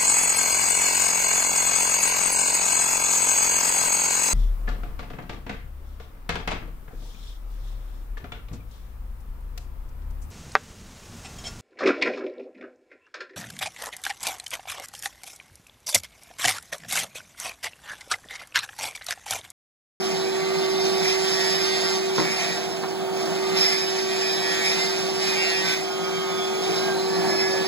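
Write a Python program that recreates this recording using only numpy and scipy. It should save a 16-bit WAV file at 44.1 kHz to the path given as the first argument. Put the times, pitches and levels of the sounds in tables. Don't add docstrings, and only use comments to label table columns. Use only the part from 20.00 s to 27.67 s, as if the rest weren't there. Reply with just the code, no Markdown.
import sys
import numpy as np
from scipy import signal
from scipy.fft import rfft, irfft, next_fast_len
from scipy.io import wavfile
from scipy.ndimage import uniform_filter1d

SR = 44100
rng = np.random.default_rng(int(sys.argv[2]) if len(sys.argv) > 2 else 0)


def generate_wav(sig):
    pcm = np.round(np.clip(np.atleast_2d(sig).T, -1, 1) * 32767).astype(np.int16)
    wavfile.write(sys.argv[1], SR, pcm)


N = 338247

# f/Hz, level/dB per Hz
AIR_COLOUR = [(25, -94), (65, -79), (100, -76.5), (150, -71), (270, -68), (420, -73), (850, -72),
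              (1050, -70), (2000, -76.5), (3300, -78.5), (6000, -88), (8000, -84), (12000, -92.5),
              (16000, -91.5)]


def undb(db):
    return 10 ** (np.asarray(db) / 20)


def curve(table):
    s, value = np.transpose(table)
    return np.interp(np.arange(N) / SR, s, value)


def bins():
    return np.fft.rfftfreq(2 * next_fast_len(N // 2 + SR // 2), 1 / SR)


def filtered(x, response):
    size = 2 * (len(response) - 1)
    return irfft(rfft(x, size) * response, size)[..., :N]


def contour(points):
    hz, value = np.transpose(points)
    return np.interp(np.log(bins() + 1), np.log(hz), value)


def resonances(modes):
    f = bins() + 1
    power = 0
    for hz, width, db in modes:
        detune = (f - hz * hz / f) / (1.55 * width)
        power = power + undb(2 * db) / (1 + detune ** 2) ** 2
    return np.sqrt(power)


def flat(x):
    return x * np.sqrt(SR / 2) / np.std(x)


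def noise():
    return flat(rng.standard_normal(N))


def walk(rate):
    k = max(int(SR / rate), 1)
    steps = np.repeat(rng.standard_normal(N // k + 1), k)
    return 1.3 * uniform_filter1d(uniform_filter1d(steps, k), k)[:N]


def decay(t, t60):
    return np.exp(-np.log(1000) * t / t60)


def swell(s, length):
    part = np.clip((np.arange(N) / SR - s) / length, 0, 1)
    return np.sqrt(np.abs(np.sin(np.pi * part)))


def room(x, t60, wet_db, ripple=0.62):
    t = np.arange(SR // 2) / SR
    tail = rng.standard_normal(len(t)) * decay(t, t60) * (t > .002)
    reflections = rfft(tail / np.linalg.norm(tail), 2 * len(bins()) - 2)
    wet = undb(wet_db)
    paths = (1 + wet * reflections) / np.hypot(1, wet)
    flattening = (np.abs(paths) + 0.0083) ** (ripple - 1)
    return filtered(x, paths * flattening)


def pushes():
    # hardest/s, rise/s, release/s, motor sag/Hz
    leans = [(0.481, 0.36, 0.47, 3.68), (1.058, .1, 0.13, 4.32), (2.191, 0.068, .25, 3.13),
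             (2.42, .22, .15, 4.9), (3.619, 0.37, 0.19, 4.88), (4.73, .32, .21, 4.06), (5.5, .25, .22, 2.6),
             (5.74, 0.16, 0.068, 3.97), (7.42, 0.36, 0.53, 3.8)]
    t = np.arange(N) / SR
    return sum(np.interp(t, [s - rise, s, s + release], [0, sag_hz, 0]) for s, rise, release, sag_hz in leans)


def bites():
    # t/s, length after the attack/s, extra scraping before its limit/dB, extra ring/dB
    catches = [(0, 0.19, 6.5, 5), (0.838, 0.07, 7.5, 1), (1.012, 0.16, 8.5, 7), (2.146, 0.078, 6, 5),
               (2.357, 0.16, 8, -1), (3.147, 0.14, 6, 5), (3.565, 0.22, 9, 11), (4.651, .22, 4.5, -1),
               (4.981, 0.2, 4, 0), (5.65, 0.11, 8.5, 5), (6.607, 0.35, 6, 5), (7.351, 0.23, 2.5, 5.5)]
    attack_s, hold_share = 0.0052, 0.44
    t = np.arange(N) / SR
    total = np.zeros((2, N))
    for s, length, scrape_db, ring_db in catches:
        corners = [-attack_s, 0, hold_share * length, length]
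        grip = np.interp(t - s - attack_s, corners, [0, 1, 1, 0])
        total += np.outer([scrape_db, ring_db], grip)
    return total


def cutting():
    # t/s, contact/dB
    firmness = [(0.0, -10.5), (0.6, -8.5), (1.1, -3), (1.2, -3.5), (1.3, -1), (1.55, -.5), (1.93, -2.5),
                (2.08, -8), (2.2, -3.5), (2.55, -7), (2.88, -17.5), (3.1, -24), (3.2, -13), (3.45, -8),
                (3.62, -3), (4.0, -4.5), (4.45, -1.5), (4.8, -1), (5.1, -8), (5.25, 0), (5.38, -2.5),
                (5.74, -1.5), (5.86, -12), (6.5, -10.5), (6.7, -10.5), (7.1, -10.5), (7.42, -6), (7.67, -6)]
    rap_firm_db, rap_growth = 2, 1.25
    scrape_firm_db, scrape_growth = 0.5, 0.65
    ring_firm_db, ring_growth = -0.5, 1.31
    rap_loss_per_bite = 0.43
    full_bite_db = 6.5
    contact_db = curve(firmness)
    bite_db, bite_ring_db = bites()
    rap_db = rap_firm_db + rap_growth * contact_db - rap_loss_per_bite * bite_db
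    tear_db = scrape_firm_db + scrape_growth * contact_db + bite_db
    scrape_db = tear_db - 10 * np.log10(1 + undb(2 * (tear_db - full_bite_db)))
    ring_db = ring_firm_db + ring_growth * contact_db + bite_ring_db + walk(8.2)
    return rap_db, scrape_db, ring_db


def raps(turns, hz, jitter, scatter_db):
    stroke = np.round(turns).astype(int)
    late, force = rng.standard_normal((N // 100, 2))[stroke].T
    samples = (turns - stroke - jitter * late) * SR / hz
    return np.sinc(samples) * np.exp(-(samples / 10) ** 2) * undb(scatter_db * force)


def tearing(turns, hz):
    groove_kept = .45
    groove_loss_per_bite = .6
    kept = np.clip(groove_kept * undb(-groove_loss_per_bite * bites()[0]), 0, .9)
    groove, now = noise(), np.arange(N)
    rasp = np.zeros(N)
    for k in range(5):
        earlier = np.round(now - k * SR / hz).astype(int)
        rasp += kept ** k * groove[earlier]
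    rasp *= np.sqrt(1 - kept ** 2)
    swing = 2 * np.pi * turns
    burst_db = 5.5 * np.cos(swing) + 4.3 * np.cos(2 * swing)
    return flat(rasp * undb(burst_db + 1.6 * walk(150)))


def rattle(hz):
    free_hz, free_db, loaded_db, hush_db_per_hz = 179.08, 0.1, -12, 5
    db = free_db - hush_db_per_hz * np.maximum(free_hz - hz, 0)
    return np.maximum(db, loaded_db) + walk(18)


def slot(grit):
    # t/s, length/s, level/dB
    cuts = [(0, 1.05, -48), (2.449, 0.41, -51), (6.6, 0.89, -41)]
    shallow_hz, deep_hz, sink_s = 3710, 4230, 0.28
    t, out = np.arange(N) / SR, np.zeros(N)
    lowpass = signal.butter(2, 160, fs=SR, output="sos")
    for s, length, db in cuts:
        hz = deep_hz + (shallow_hz - deep_hz) * np.exp(-np.maximum(t - s, 0) / sink_s)
        carrier = np.exp(2j * np.pi * np.cumsum(hz) / SR)
        narrow = signal.sosfilt(lowpass, grit / carrier)
        sing = (narrow * carrier).real
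        out += sing / np.std(sing) * undb(db) * swell(s, length)
    return out


def shifting(x):
    near, far = 0.47 * walk(8), 0.43 * walk(17)
    echoes = near * room(x, t60=0.041, wet_db=34) + far * room(x, t60=0.12, wet_db=34)
    return (x + echoes) / np.sqrt(1 + near ** 2 + far ** 2)


def singing(swing):
    # t/s, length/s, multiple of the stroke rate, level before waver/dB RMS
    spells = [(0.247, 0.65, 7, -44.5), (1.35, 0.73, 11, -38.5), (1.269, 0.57, 20, -41),
              (2.22, 0.16, 13, -37), (3.385, 0.26, 7, -39.5), (3.85, .8, 11, -41), (4.0, 0.75, 14, -43),
              (4.3, 0.49, 13, -40), (5.22, 0.55, 14, -35), (5.2, 0.48, 11, -39), (5.302, .35, 13, -37),
              (5.33, .28, 15, -32), (5.321, 0.32, 16, -33), (5.63, 0.13, 9, -36), (5.631, 0.17, 21, -34),
              (5.854, 0.895, 7, -45.5), (6.08, .22, 18, -39), (6.2, .3, 20, -44), (5.9, 1.0, 13, -43.5),
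              (6.291, .36, 19, -44.5), (6.784, 0.2, 9, -34), (7.08, 0.76, 10, -35.5),
              (7.278, 0.24, 12, -37), (7.331, 0.19, 13, -41)]
    waver_db, waver_rad = 3, .8
    out = np.zeros(N)
    for s, length, k, db in spells:
        level = undb(db + waver_db * walk(30)) * swell(s, length)
        out += level * np.sin(k * swing + waver_rad * walk(45))
    return np.sqrt(2) * out


def saw():
    # t/s, stroke rate/Hz
    motor_speed = [(0, 176.2), (.55, 175.5), (.9, 175.7), (1.33, 172), (1.55, 174.8), (1.9, 173.6),
                   (2.05, 176.7), (2.6, 176), (3.25, 177.7), (3.7, 175.2), (4.4, 173.8), (5.02, 177),
                   (5.3, 175.4), (5.45, 175.5), (5.74, 173.3), (5.87, 178.9), (6.88, 178.7), (6.99, 174.5),
                   (7.67, 173.8)]
    # f/Hz, response/dB
    rap_colour = [(150, -94), (500, -69), (1000, -73), (1400, -69.5), (1900, -68.5), (2400, -81),
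                  (2750, -78), (3100, -66.5), (3500, -66.5), (4600, -69), (5700, -72.5), (6900, -73),
                  (8000, -76.5), (11000, -86.5), (16000, -99)]
    scrape_colour = [(300, -92), (1200, -73.5), (2000, -68.5), (2800, -67.5), (3700, -67), (4600, -67),
                     (5700, -68.5), (7000, -73.5), (8000, -78.5), (10500, -81.5), (13000, -104),
                     (14200, -81.5), (16000, -102)]
    gear_colour = [(170, -76), (900, -69), (1250, -67), (1600, -72), (2300, -70), (2700, -79),
                   (3330, -63.5), (3700, -80.5), (4200, -86), (5200, -76), (6500, -77), (8000, -104),
                   (14000, -90), (16000, -99)]
    # f/Hz, width/Hz, response/dB
    shell_modes = [(1740, 30, -62.5), (1928, 59, -63.5), (2024, 105, -60.5), (2120, 110, -66),
                   (2427, 126, -59), (3700, 290, -83), (3950, 110, -81)]
    blade_modes = [(5095, 83, -56), (5110, 94, -54.5), (5220, 140, -60), (12260, 180, -79.5),
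                   (13800, 600, -90)]
    shell_db, shell_db_per_hz = -3.5, 2
    hand_waver_db = .7

    sag_hz = pushes()
    hz = (curve(motor_speed) - sag_hz) * (1 + .0009 * walk(35))
    turns = 1 + np.cumsum(hz) / SR
    rap_db, scrape_db, ring_db = cutting()
    forward = raps(turns, hz, jitter=.0011, scatter_db=1.1)
    back = raps(turns + .47, hz, jitter=0.002, scatter_db=3)
    grit = tearing(turns, hz)
    rapping = flat(forward + 0.39 * back) * undb(rap_db + hand_waver_db * walk(14))
    scraping = grit * undb(scrape_db + hand_waver_db * walk(22.02))
    contact = filtered(rapping, undb(contour(rap_colour))) + filtered(scraping, undb(contour(scrape_colour)))
    boom = undb(shell_db + shell_db_per_hz * sag_hz)
    shell = filtered((rapping + .3 * scraping) * boom, resonances(shell_modes))
    drive = (rapping + .45 * scraping) / np.hypot(undb(rap_db), 0.39 * undb(scrape_db))
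    blade = filtered(drive * undb(ring_db), resonances(blade_modes))
    gear_taps = flat(raps(turns + 0.2385, hz, jitter=0.00055, scatter_db=0.0))
    gear = filtered(gear_taps * undb(rattle(hz)), undb(contour(gear_colour)))
    sound = contact + shell + blade + slot(grit) + gear
    return room(shifting(sound), t60=.22, wet_db=2, ripple=0.18) + singing(2 * np.pi * turns)


def extractor():
    # multiple, level/dB
    fan_orders = [(1, -0.5), (2, -23), (3, -19.5), (4, -26.5), (12, -28.5), (22, -54)]
    # t/s, level/dB
    hum_level = [(0, -30), (0.45, -28.5), (0.87, -26), (1.5, -30), (2.17, -28.5), (2.4, -35.5), (2.9, -34),
                 (3.55, -27), (3.66, -32), (4.1, -29), (4.6, -32), (5.3, -29.5), (5.78, -33), (6.1, -30.5),
                 (6.35, -30.5), (7.2, -26.5), (7.67, -28.5)]
    # t/s, level/dB
    air_level = [(0, -36.5), (0.9, -33), (1.3, -36), (2.5, -35.5), (2.85, -36), (3.5, -31), (3.72, -39),
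                 (5.4, -35), (5.85, -38.5), (7.15, -30.5), (7.67, -32)]
    # f/Hz, width/Hz, level/dB per Hz
    canister = [(121.5, 20, -67), (178.8, 19.3, -54.5), (219.7, 15.6, -58), (335.2, 34.5, -56),
                (478.4, 11.6, -59.5), (535, 17, -62.5), (645, 63, -63), (707, 71, -57), (770, 19, -61),
                (824, 19.5, -59.5), (908, 19, -58)]
    fan_hz = 382.66
    angle = 2 * np.pi * np.cumsum(fan_hz * (1 + 0.000684 * walk(4.08))) / SR
    hum = np.zeros(N)
    for k, db in fan_orders:
        shake_db = .4 if k == 1 else 2.5
        hum += undb(db + shake_db * walk(28)) * np.sin(k * angle)
    air = filtered(noise(), np.hypot(undb(contour(AIR_COLOUR)), resonances(canister)))
    air_db = curve(air_level)
    rush_db = 0.67 * (air_db - np.mean(air_db)) + 0.88 * walk(9)
    return hum * undb(curve(hum_level) + 6.0), air * undb(rush_db)


def ring(modes, t):
    return sum(undb(db) * decay(t, t60) * np.sin(2 * np.pi * hz * t) for hz, db, t60 in modes)


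def burst(band_hz, t60, t):
    bandpass = signal.butter(2, band_hz, "bandpass", fs=SR, output="sos")
    return signal.sosfilt(bandpass, rng.standard_normal(len(t)) * decay(t, t60))


def knocks():
    # t/s, level/dB, share of low thud/dB
    blows = [(2.182, -23.5, 1), (2.189, -36, -3), (2.197, -29.5, -0.5), (2.836, -28, -25),
             (2.846, -32, -25)]
    # f/Hz, level/dB, t60/s
    clack_modes = [(830, -7, 0.22), (943, -2, 0.14), (1050, 2, 0.092), (1154, -4, .13), (1280, -10, .13),
                   (1420, -11, .11), (1640, -11, .07)]
    thud_modes = [(135, -9.5, 0.23), (171, -3, .33), (232, -1, 0.3), (318, -3.5, .25), (447, -3, .14),
                  (530, -8, .12)]
    t, out = np.arange(SR // 2) / SR, np.zeros(N)
    for s, db, thud_db in blows:
        crack = undb(11) * burst((750, 2200), .07, t)
        crunch = undb(13.5) * burst((120, 830), 0.33, t)
        high = ring(clack_modes, t) + crack
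        low = ring(thud_modes, t) + crunch
        start = int(s * SR)
        out[start:start + len(t)] += undb(db) * (high + undb(thud_db) * low)
    highpass = signal.butter(4, 115, "highpass", fs=SR, output="sos")
    return room(signal.sosfilt(highpass, out), t60=0.2, wet_db=-8, ripple=0.42)


def tones():
    # t/s, length/s, start f/Hz, end f/Hz, level before the swell/dB RMS
    glides = [(6.492, 0.17, 437.4, 430, -40), (6.637, 0.14, 449, 421.3, -35.5), (7.47, .18, 554, 550, -35)]
    t, out = np.arange(N) / SR, np.zeros(N)
    for s, length, start_hz, end_hz, db in glides:
        part = np.clip((t - s) / length, 0, 1)
        hz = (start_hz + (end_hz - start_hz) * part) * (1 + 0.0047 * walk(50))
        level = undb(db) * np.sqrt(2) * np.sin(np.pi * part)
        out += level * np.sin(2 * np.pi * np.cumsum(hz) / SR)
    return out


def scene():
    # t/s, left minus right before the widener/dB
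    hum_pan = [(0, 0), (1.5, -3.5), (1.8, -1), (2.38, 2.5), (2.82, -4), (3.2, -1.5), (3.9, -0.5),
               (4.4, 2.5), (5.05, 0), (6, 2.5), (6.65, 2.5), (7.67, 1)]
    pan_db = -2.5
    hum, air = extractor()
    sound = saw() + air + knocks() + tones()
    treble = filtered(sound, np.clip(bins() / 1200, 0, 1) ** 3)
    stray_air = undb(contour(AIR_COLOUR) - 16.0)
    sides = []
    for _ in range(2):
        walls = room(treble, t60=0.059, wet_db=-13.0, ripple=0.052)
        sides.append(sound - treble + walls + filtered(noise(), stray_air))
    left_right = np.array([[1], [-1]]) / 2
    return np.array(sides) * undb(left_right * pan_db) + hum * undb(left_right * curve(hum_pan))


def record(dry):
    # f/Hz, left minus right/dB
    balance = [(60, 3), (180, 5), (335, 5.5), (380, -2.5), (450, -5), (750, 2.5), (1300, -1), (2500, 0.5),
               (5000, -1), (8000, 1.5), (14000, 2)]
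    # f/Hz, lag/radians
    phase_turn = [(50, -0.39), (170, 0.79), (383, 0.65), (700, 0.82), (1300, -0.065), (2000, 0.092),
                  (2450, -0.29), (2800, 0.031)]
    lag_samples, top_hz = 16, 15800
    tilt = undb(contour(balance) / 2)
    lag = 2 * np.pi * bins() * lag_samples / SR + contour(phase_turn)
    left = filtered(dry[0], tilt)
    right = filtered(dry[1], -np.exp(-1j * lag) / tilt)
    top_cut = signal.ellip(10, .1, 80, top_hz, fs=SR, output="sos")
    return signal.sosfilt(top_cut, np.array([left, right]))


dry = scene()
out = record(dry)
generate_wav(out)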